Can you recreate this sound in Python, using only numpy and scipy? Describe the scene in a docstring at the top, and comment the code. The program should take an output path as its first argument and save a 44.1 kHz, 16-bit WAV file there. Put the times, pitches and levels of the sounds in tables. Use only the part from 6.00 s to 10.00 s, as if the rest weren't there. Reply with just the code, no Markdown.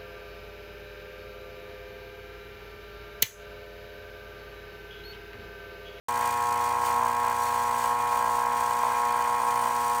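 """A mains-driven vibrator shakes a plastic toy track on a carpet; small figures creep along it.
The sound cuts in mid-run: the tray knocks 120 times a second, strong and weak by turns, and rings near
1 kHz; loose parts clatter, figures chatter, the coil hums over a faint room drone and rumble.
Harder knocks land at 0.74 and 1.24 s. The drone recedes at 1.8 s. From 2.6 s one figure's shrill tick
comes forward, with one more hard knock at 3.25 s."""
import sys
import numpy as np
from scipy import signal
from scipy.fft import rfft, irfft
from scipy.io import wavfile

SR = 44100
rng = np.random.default_rng(int(sys.argv[2]) if len(sys.argv) > 2 else 0)


def to_wav(sig):
    """Store sig (one row per channel, or 1-D mono) as 16-bit WAV at the path in sys.argv[1].

    Samples outside -1..1 are clipped; the rate is SR.
    """
    pcm = np.clip(np.atleast_2d(sig), -1, 1) * 32767
    pcm = np.round(pcm).astype(np.int16)
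    wavfile.write(sys.argv[1], SR, pcm.T)  # frames by channels


N = 176400

STROKE_HZ, FIRST_STROKE_S = 120.053, .0009
LIMP_DEPTH, KNOCK_SCATTER_DB, KNOCK_JITTER_S, LATE_S_PER_DB = .95, 1.05, .00005, .000028
SWING_HZ, SWING_S, SWING_STOP_S = 975, .0042, .0008
CLATTER_T60_S, CLATTER_BUILD_S = .021, .0006
CHATTER_T60_S, CHATTER_BUILD_S = .016, .0016
TUMBLE_HZ, TUMBLE_DB = 55, -.5
MAINS_DB, DRONE_HZ, RUMBLE_DB = -64, 91, -55
ROOM_DB, ROOM_T60_S = -12.5, .18
START_S, CUTOFF_HZ = .084, 17100
TRIM_DB = .5  # added to the knock, clatter and chatter levels

# odd knocks over even, before LIMP_DEPTH: time_s, excess_db
KNOCK_LIMP = [(0.09, 2.4), (0.29, 4.4), (0.34, -0.3), (0.52, -2.3), (0.55, 4.8), (0.6, -4.3), (0.65, 4.4),
              (0.74, -6.2), (0.9, -5.0), (1.04, 10.3), (1.14, 6.5), (1.19, -0.9), (1.32, 7.1), (1.5, 2.3),
              (1.55, 6.2), (1.65, 1.5), (1.72, 6.7), (1.87, 4.9), (2.0, -3.0), (2.14, 4.4), (2.29, 8.2),
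              (2.35, -6.9), (2.49, -5.2), (2.57, 5.5), (2.74, 5.8), (2.84, -7.5), (3.0, -2.2), (3.14, 7.0),
              (3.34, 2.9), (3.4, -7.8), (3.55, 6.5), (3.67, 7.5), (3.8, 0.0), (3.99, -0.0)]
# single harder knocks: time_s, extra_db
HARD_KNOCKS = [(.742, 2), (1.243, 3), (3.249, 2.5)]
# knock envelope: time_s, level_db
KNOCK_LEVEL = [(.1, -28), (.14, -28.5), (.25, -25.5), (.33, -27.3), (.55, -26), (.8, -26.3), (.87, -25.2),
               (1.05, -25.2), (1.14, -27.3), (1.27, -25.3), (1.35, -27.2), (1.7, -26.3), (1.82, -27.7),
               (1.88, -25.2), (2.02, -27), (2.16, -25), (2.25, -26.2), (2.35, -25.2), (2.5, -27),
               (2.66, -25.5), (2.78, -26.6), (2.87, -25), (2.96, -26.5), (3.03, -25.6), (4, -26.3)]
# tray response: freq_hz, gain_db
TRAY_COLOUR = [(100, -23), (380, -21), (425, -6), (480, 7), (540, 8), (600, -4), (660, 4), (720, 7),
               (780, 4.5), (840, 2.2), (900, 1.8), (960, .6), (1020, 2.5), (1080, 4), (1140, -1),
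               (1200, 4.5), (1260, -6), (1320, 2.3), (1450, 3.5), (1560, -6), (2000, -7), (3000, -10),
               (8000, -25)]
# narrow tray modes: freq_hz, t60_s, level_db
TRAY_MODES = [(540, .15, -53), (1620, .14, -48.5), (1680, .14, -54.5), (1802, .14, -51.5), (1924, .1, -58),
              (1981, .1, -56.5), (2403, .08, -57)]

# loose-part hits: phase_strokes, gain_db
LOOSE_PARTS = [(.92, 0), (.08, -1), (.34, -1.5), (.65, -5)]
# loose-part response: freq_hz, gain_db
CLATTER_COLOUR = [(200, -26), (550, -6), (1000, -2), (1350, 0), (1500, -3.5), (1950, -3), (2150, -4.5),
                  (2320, -12), (2450, -9), (2800, -20), (4000, -26), (9000, -50)]
# loose-part modes: freq_hz, t60_s, gain_db
CLATTER_MODES = [(1620, .08, -15), (2425, .06, -13.5), (2470, .05, -18), (3050, .07, -17.5),
                 (3245, .07, -21)]
# clatter envelope: time_s, level_db
CLATTER_LEVEL = [(0.1, -43), (0.25, -38), (0.47, -44), (0.54, -40), (0.74, -40), (0.8, -44), (0.87, -39),
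                 (1.21, -43), (1.29, -38), (1.37, -42), (2.6, -41), (2.78, -43), (2.89, -39), (3.98, -41)]

# figure landings per two-stroke cycle: phase_cycles, gain_db
FIGURES = [(.25, -6), (.77, -5)]
# liveliest figure's double landing: phase_strokes, gain_db
HOPPER = [(.78, 1.5), (.04, 0)]
# its bias to one stroke of each pair: time_s, bias_db
HOPPER_LIMP = [(.1, 6), (.7, 12), (.82, -3), (.95, 8), (1.08, -12), (1.28, -12), (1.38, 2), (2.9, 2),
               (3.1, 6), (3.35, 0), (3.6, 10), (3.8, -2)]
# figure response: freq_hz, gain_db
CHATTER_COLOUR = [(500, -20), (2000, -3), (3200, -2), (4000, -2.5), (5100, -2.5), (6400, 1), (7500, -1.5),
                  (8600, 1), (9600, -3), (10300, -6), (11000, -3.2), (13000, -3.8), (15400, -6.5),
                  (17000, -16)]
# figure modes: freq_hz, t60_s, gain_db
CHATTER_MODES = [(3660, .05, -21), (4390, .05, -19.5), (5130, .05, -22), (5790, .045, -13.5),
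                 (6120, .06, -21), (6440, .04, -15), (6770, .03, -14.5), (7255, .045, -17),
                 (7905, .035, -12.5), (8270, .04, -13), (8660, .04, -15)]
# chatter envelope: time_s, level_db
CHATTER_LEVEL = [(.1, -42), (.12, -46), (.16, -42), (.27, -40.5), (.36, -45), (.66, -41.5), (.78, -46.5),
                 (.87, -39.5), (.95, -44), (1.38, -44), (1.44, -41), (1.51, -44.5), (1.57, -41),
                 (1.68, -43.5), (1.87, -41), (1.95, -44.5), (2.09, -45), (2.15, -41), (2.26, -44),
                 (2.36, -42.5), (2.46, -46), (2.64, -42.5), (2.75, -44), (3.4, -43.5), (4, -42)]

# coil harmonics of the stroke rate: time_s, first_db, second_db, third_db
HUM_LEVELS = [(0.1, -54.5, -53, -55), (.9, -54.5, -55, -53), (.98, -54.5, -49, -58),
              (1.55, -54.5, -54.5, -58.5), (1.72, -54.5, -49.5, -58.5), (1.9, -55, -52.5, -58.5),
              (4, -55, -51, -58.5)]
# room drone envelope: time_s, level_db
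DRONE_LEVEL = [(0, -54), (.9, -51), (1.7, -54), (1.8, -61), (4, -63)]
# room rumble spectrum: freq_hz, gain_db
RUMBLE_COLOUR = [(20, -30), (32, -14), (42, 3), (60, 1), (100, -5), (140, -8), (190, -1), (300, -7),
                 (600, -10), (2000, -22), (16000, -40)]

# shrill figure's response: freq_hz, gain_db
SHRILL_COLOUR = [(2000, -22), (8000, -12), (8900, -2), (9400, -12), (16000, -14)]
# its modes: freq_hz, t60_s, gain_db
SHRILL_MODES = [(8930, .04, -3), (9080, .03, -7)]
# its envelope: time_s, level_db
SHRILL_LEVEL = [(0, -66), (2.6, -62), (3.25, -55), (3.45, -49.5), (4, -49.5)]


def undb(db):
    """Decibels to gain."""
    return 10 ** (np.asarray(db) / 20)


def unit(x):
    """Scale to rms 1."""
    return x / np.sqrt(np.mean(x ** 2))


def curve(rows, t, column=1):
    """Table column interpolated at times t."""
    rows = np.array(rows)
    return np.interp(t, rows[:, 0], rows[:, column])


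def wander(t, rate_hz):
    """Slow random drift, spread near 1."""
    return 1.2 * np.interp(t * rate_hz, np.arange(512), rng.standard_normal(512))


def colour(x, response):
    """Minimum-phase filter from freq_hz, gain_db rows."""
    hz, db = np.array(response).T
    bins_hz = np.arange(4097) * SR / 8192
    log_gain = np.log(undb(np.interp(np.log(bins_hz + 1), np.log(hz), db)))
    cepstrum = irfft(log_gain)
    cepstrum[1:4096] *= 2
    cepstrum[4097:] = 0
    return signal.fftconvolve(x, irfft(np.exp(rfft(cepstrum))))[:len(x)]


def pulses(times_s, db):
    """Windowed-sinc impulses placed between samples."""
    at = times_s[:, None] * SR
    taps = np.floor(at).astype(int) + np.arange(-7, 9)
    shape = np.sinc(taps - at) * np.sinc((taps - at) / 8) * undb(db)[:, None]
    inside = (taps >= 0) & (taps < N)
    return np.bincount(taps[inside], shape[inside], N)


def fade(t60_s, size=8192):
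    """Exponential decay of unit energy."""
    decay = np.exp(-np.log(1000) * np.arange(size) / SR / t60_s)
    return decay / np.sqrt(np.sum(decay ** 2))


def ring(hits, modes):
    """Damped modes struck by the hits."""
    total = 0
    for hz, t60_s, db in modes:
        pole = np.exp((2j * np.pi * hz - np.log(1000) / t60_s) / SR)
        total += undb(db) * unit(signal.lfilter([1, 0, -1], [1, -2 * pole.real, abs(pole) ** 2], hits))
    return total


def bounces(rate_hz, parts, jitter_s, scatter_db, drift_db, drift_hz, limp_db):
    """Hit times and strengths of parts locked to the vibrator, at times high and low by turns."""
    cycle = np.arange(int(N / SR * rate_hz) + 1)
    cycle_s = cycle / rate_hz
    times_s, hits_db = [], []
    for phase, db in parts:
        jitter, scatter = rng.standard_normal((len(cycle), 2)).T
        times_s.append((cycle + phase) / rate_hz + jitter_s * jitter)
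        swing_db = limp_db * (-1) ** cycle * np.tanh(2 * wander(cycle_s, drift_hz / 2))
        hits_db.append(db + swing_db + scatter_db * scatter + drift_db * wander(cycle_s, drift_hz))
    return times_s, hits_db


def rattle(times_s, hits_db, response, modes, t60_s, build_s, scrape):
    """Hits on plastic: dense short ring, a few clear modes, fresh scrape noise per hit."""
    hits = pulses(np.concatenate(times_s), np.concatenate(hits_db))
    envelope = fade(t60_s)
    envelope *= 1 - np.exp(-np.arange(len(envelope)) / SR / build_s)
    body = signal.fftconvolve(hits, envelope * rng.standard_normal(len(envelope)))[:N]
    energy = np.abs(signal.fftconvolve(hits ** 2, envelope ** 2)[:N])
    grit = np.sqrt(energy) * rng.standard_normal(N)
    return unit(unit(colour(body + scrape * grit, response)) + ring(hits, modes))


def tray_knocks(t):
    """One knock per stroke, strong and weak by turns; a higher bounce lands later."""
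    stroke = np.arange(int(N / SR * STROKE_HZ) + 1)
    times_s = FIRST_STROKE_S + stroke / STROKE_HZ
    limp_db = LIMP_DEPTH * curve(KNOCK_LIMP, times_s)
    db = (stroke % 2 - .5) * limp_db + KNOCK_SCATTER_DB * rng.standard_normal(len(stroke))
    for at_s, extra_db in HARD_KNOCKS:
        db[np.argmin(abs(times_s - at_s))] += extra_db
    times_s = times_s + LATE_S_PER_DB * db + KNOCK_JITTER_S * rng.standard_normal(len(stroke))
    pair_db = 10 * np.log10(np.cosh(limp_db * np.log(10) / 20))
    knocks = pulses(times_s, db - pair_db)  # pair energy independent of limp
    # the tray's swing swells until the next contact stops it
    age_s = np.arange(512) / SR
    swell = np.interp(age_s, [0, SWING_S, SWING_S + SWING_STOP_S], [.55, 1, 0])
    swings = signal.fftconvolve(knocks, swell * np.sin(2 * np.pi * SWING_HZ * age_s))[:N]
    body = unit(colour(swings, TRAY_COLOUR)) * undb(curve(KNOCK_LEVEL, t) + TRIM_DB)
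    return body + ring(knocks, TRAY_MODES)


def loose_clatter(t):
    """Loose parts strike the track once per stroke, in flurries."""
    times_s, hits_db = bounces(STROKE_HZ, LOOSE_PARTS, jitter_s=.00016, scatter_db=2.4,
                               drift_db=1.2, drift_hz=8, limp_db=.8)
    clatter = rattle(times_s, hits_db, CLATTER_COLOUR, CLATTER_MODES,
                     CLATTER_T60_S, CLATTER_BUILD_S, scrape=.7)
    return clatter * undb(curve(CLATTER_LEVEL, t) + TRIM_DB)


def figure_chatter(t):
    """Figures hop and land about every second stroke, ticking brightly."""
    times_s, hits_db = bounces(STROKE_HZ / 2, FIGURES, jitter_s=.0004, scatter_db=2.4,
                               drift_db=1.8, drift_hz=9, limp_db=1.5)
    # the liveliest lands twice in quick succession
    stroke = np.arange(int(N / SR * STROKE_HZ))
    for landing, (phase, db) in enumerate(HOPPER):
        at_s = (stroke + landing + phase) / STROKE_HZ + .0001 * rng.standard_normal(len(stroke))
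        bias = undb((-1) ** stroke * curve(HOPPER_LIMP, at_s))
        share_db = 20 * np.log10(bias / np.hypot(1, bias))
        times_s.append(at_s)
        hits_db.append(db + share_db + 2.1 * rng.standard_normal(len(stroke)) + 1.4 * wander(at_s, 14))
    # another tumbles out of step
    jitter, scatter = rng.standard_normal((300, 2)).T
    times_s.append(np.cumsum(np.exp(.12 * jitter)) / TUMBLE_HZ)
    hits_db.append(TUMBLE_DB + 2.2 * scatter)
    chatter = rattle(times_s, hits_db, CHATTER_COLOUR, CHATTER_MODES,
                     CHATTER_T60_S, CHATTER_BUILD_S, scrape=.7)
    return chatter * undb(curve(CHATTER_LEVEL, t) + TRIM_DB)


def coil_hum(t):
    """Wavering harmonics of the mains, which runs at half the stroke rate."""
    partials = [(.5, MAINS_DB)] + [(k, curve(HUM_LEVELS, t, column=k)) for k in (1, 2, 3)]
    hum = 0
    for ratio, db in partials:
        peak = np.sqrt(2) * undb(db + 1.1 * wander(t, 9))
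        hum += peak * np.sin(2 * np.pi * (ratio * STROKE_HZ * t + rng.random()))
    return hum


def room_background(t):
    """Low drone over noise rumble."""
    phase_rad = 2 * np.pi * DRONE_HZ * t + .4 * wander(t, 6)
    drone = np.sqrt(2) * undb(curve(DRONE_LEVEL, t)) * np.sin(phase_rad)
    return drone + undb(RUMBLE_DB) * unit(colour(rng.standard_normal(N), RUMBLE_COLOUR))


def shrill_figure(t):
    """One figure's 9 kHz tick comes forward as it creeps on."""
    times_s, hits_db = bounces(STROKE_HZ / 2, [(.9, 0)], jitter_s=.00015, scatter_db=2.2,
                               drift_db=1, drift_hz=9, limp_db=1.2)
    ticks = rattle(times_s, hits_db, SHRILL_COLOUR, SHRILL_MODES,
                   CHATTER_T60_S, CHATTER_BUILD_S, scrape=.6)
    return ticks * undb(curve(SHRILL_LEVEL, t))


def scene():
    """The toy, close by in a small carpeted room; reverb on the rattles only."""
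    t = np.arange(N) / SR
    rattles = loose_clatter(t) + figure_chatter(t) + shrill_figure(t)
    tail = fade(ROOM_T60_S, size=16384) * rng.standard_normal(16384)
    reverb = undb(ROOM_DB) * signal.fftconvolve(rattles, tail)[:N]
    return (tray_knocks(t) + rattles + reverb + coil_hum(t) + room_background(t))[None]


def record(dry):
    """Abrupt cut-in, steep low-pass."""
    gate = np.arange(N) / SR >= START_S
    return signal.sosfilt(signal.ellip(8, .2, 70, CUTOFF_HZ, fs=SR, output="sos"), dry * gate)


dry = scene()
out = record(dry)
to_wav(out)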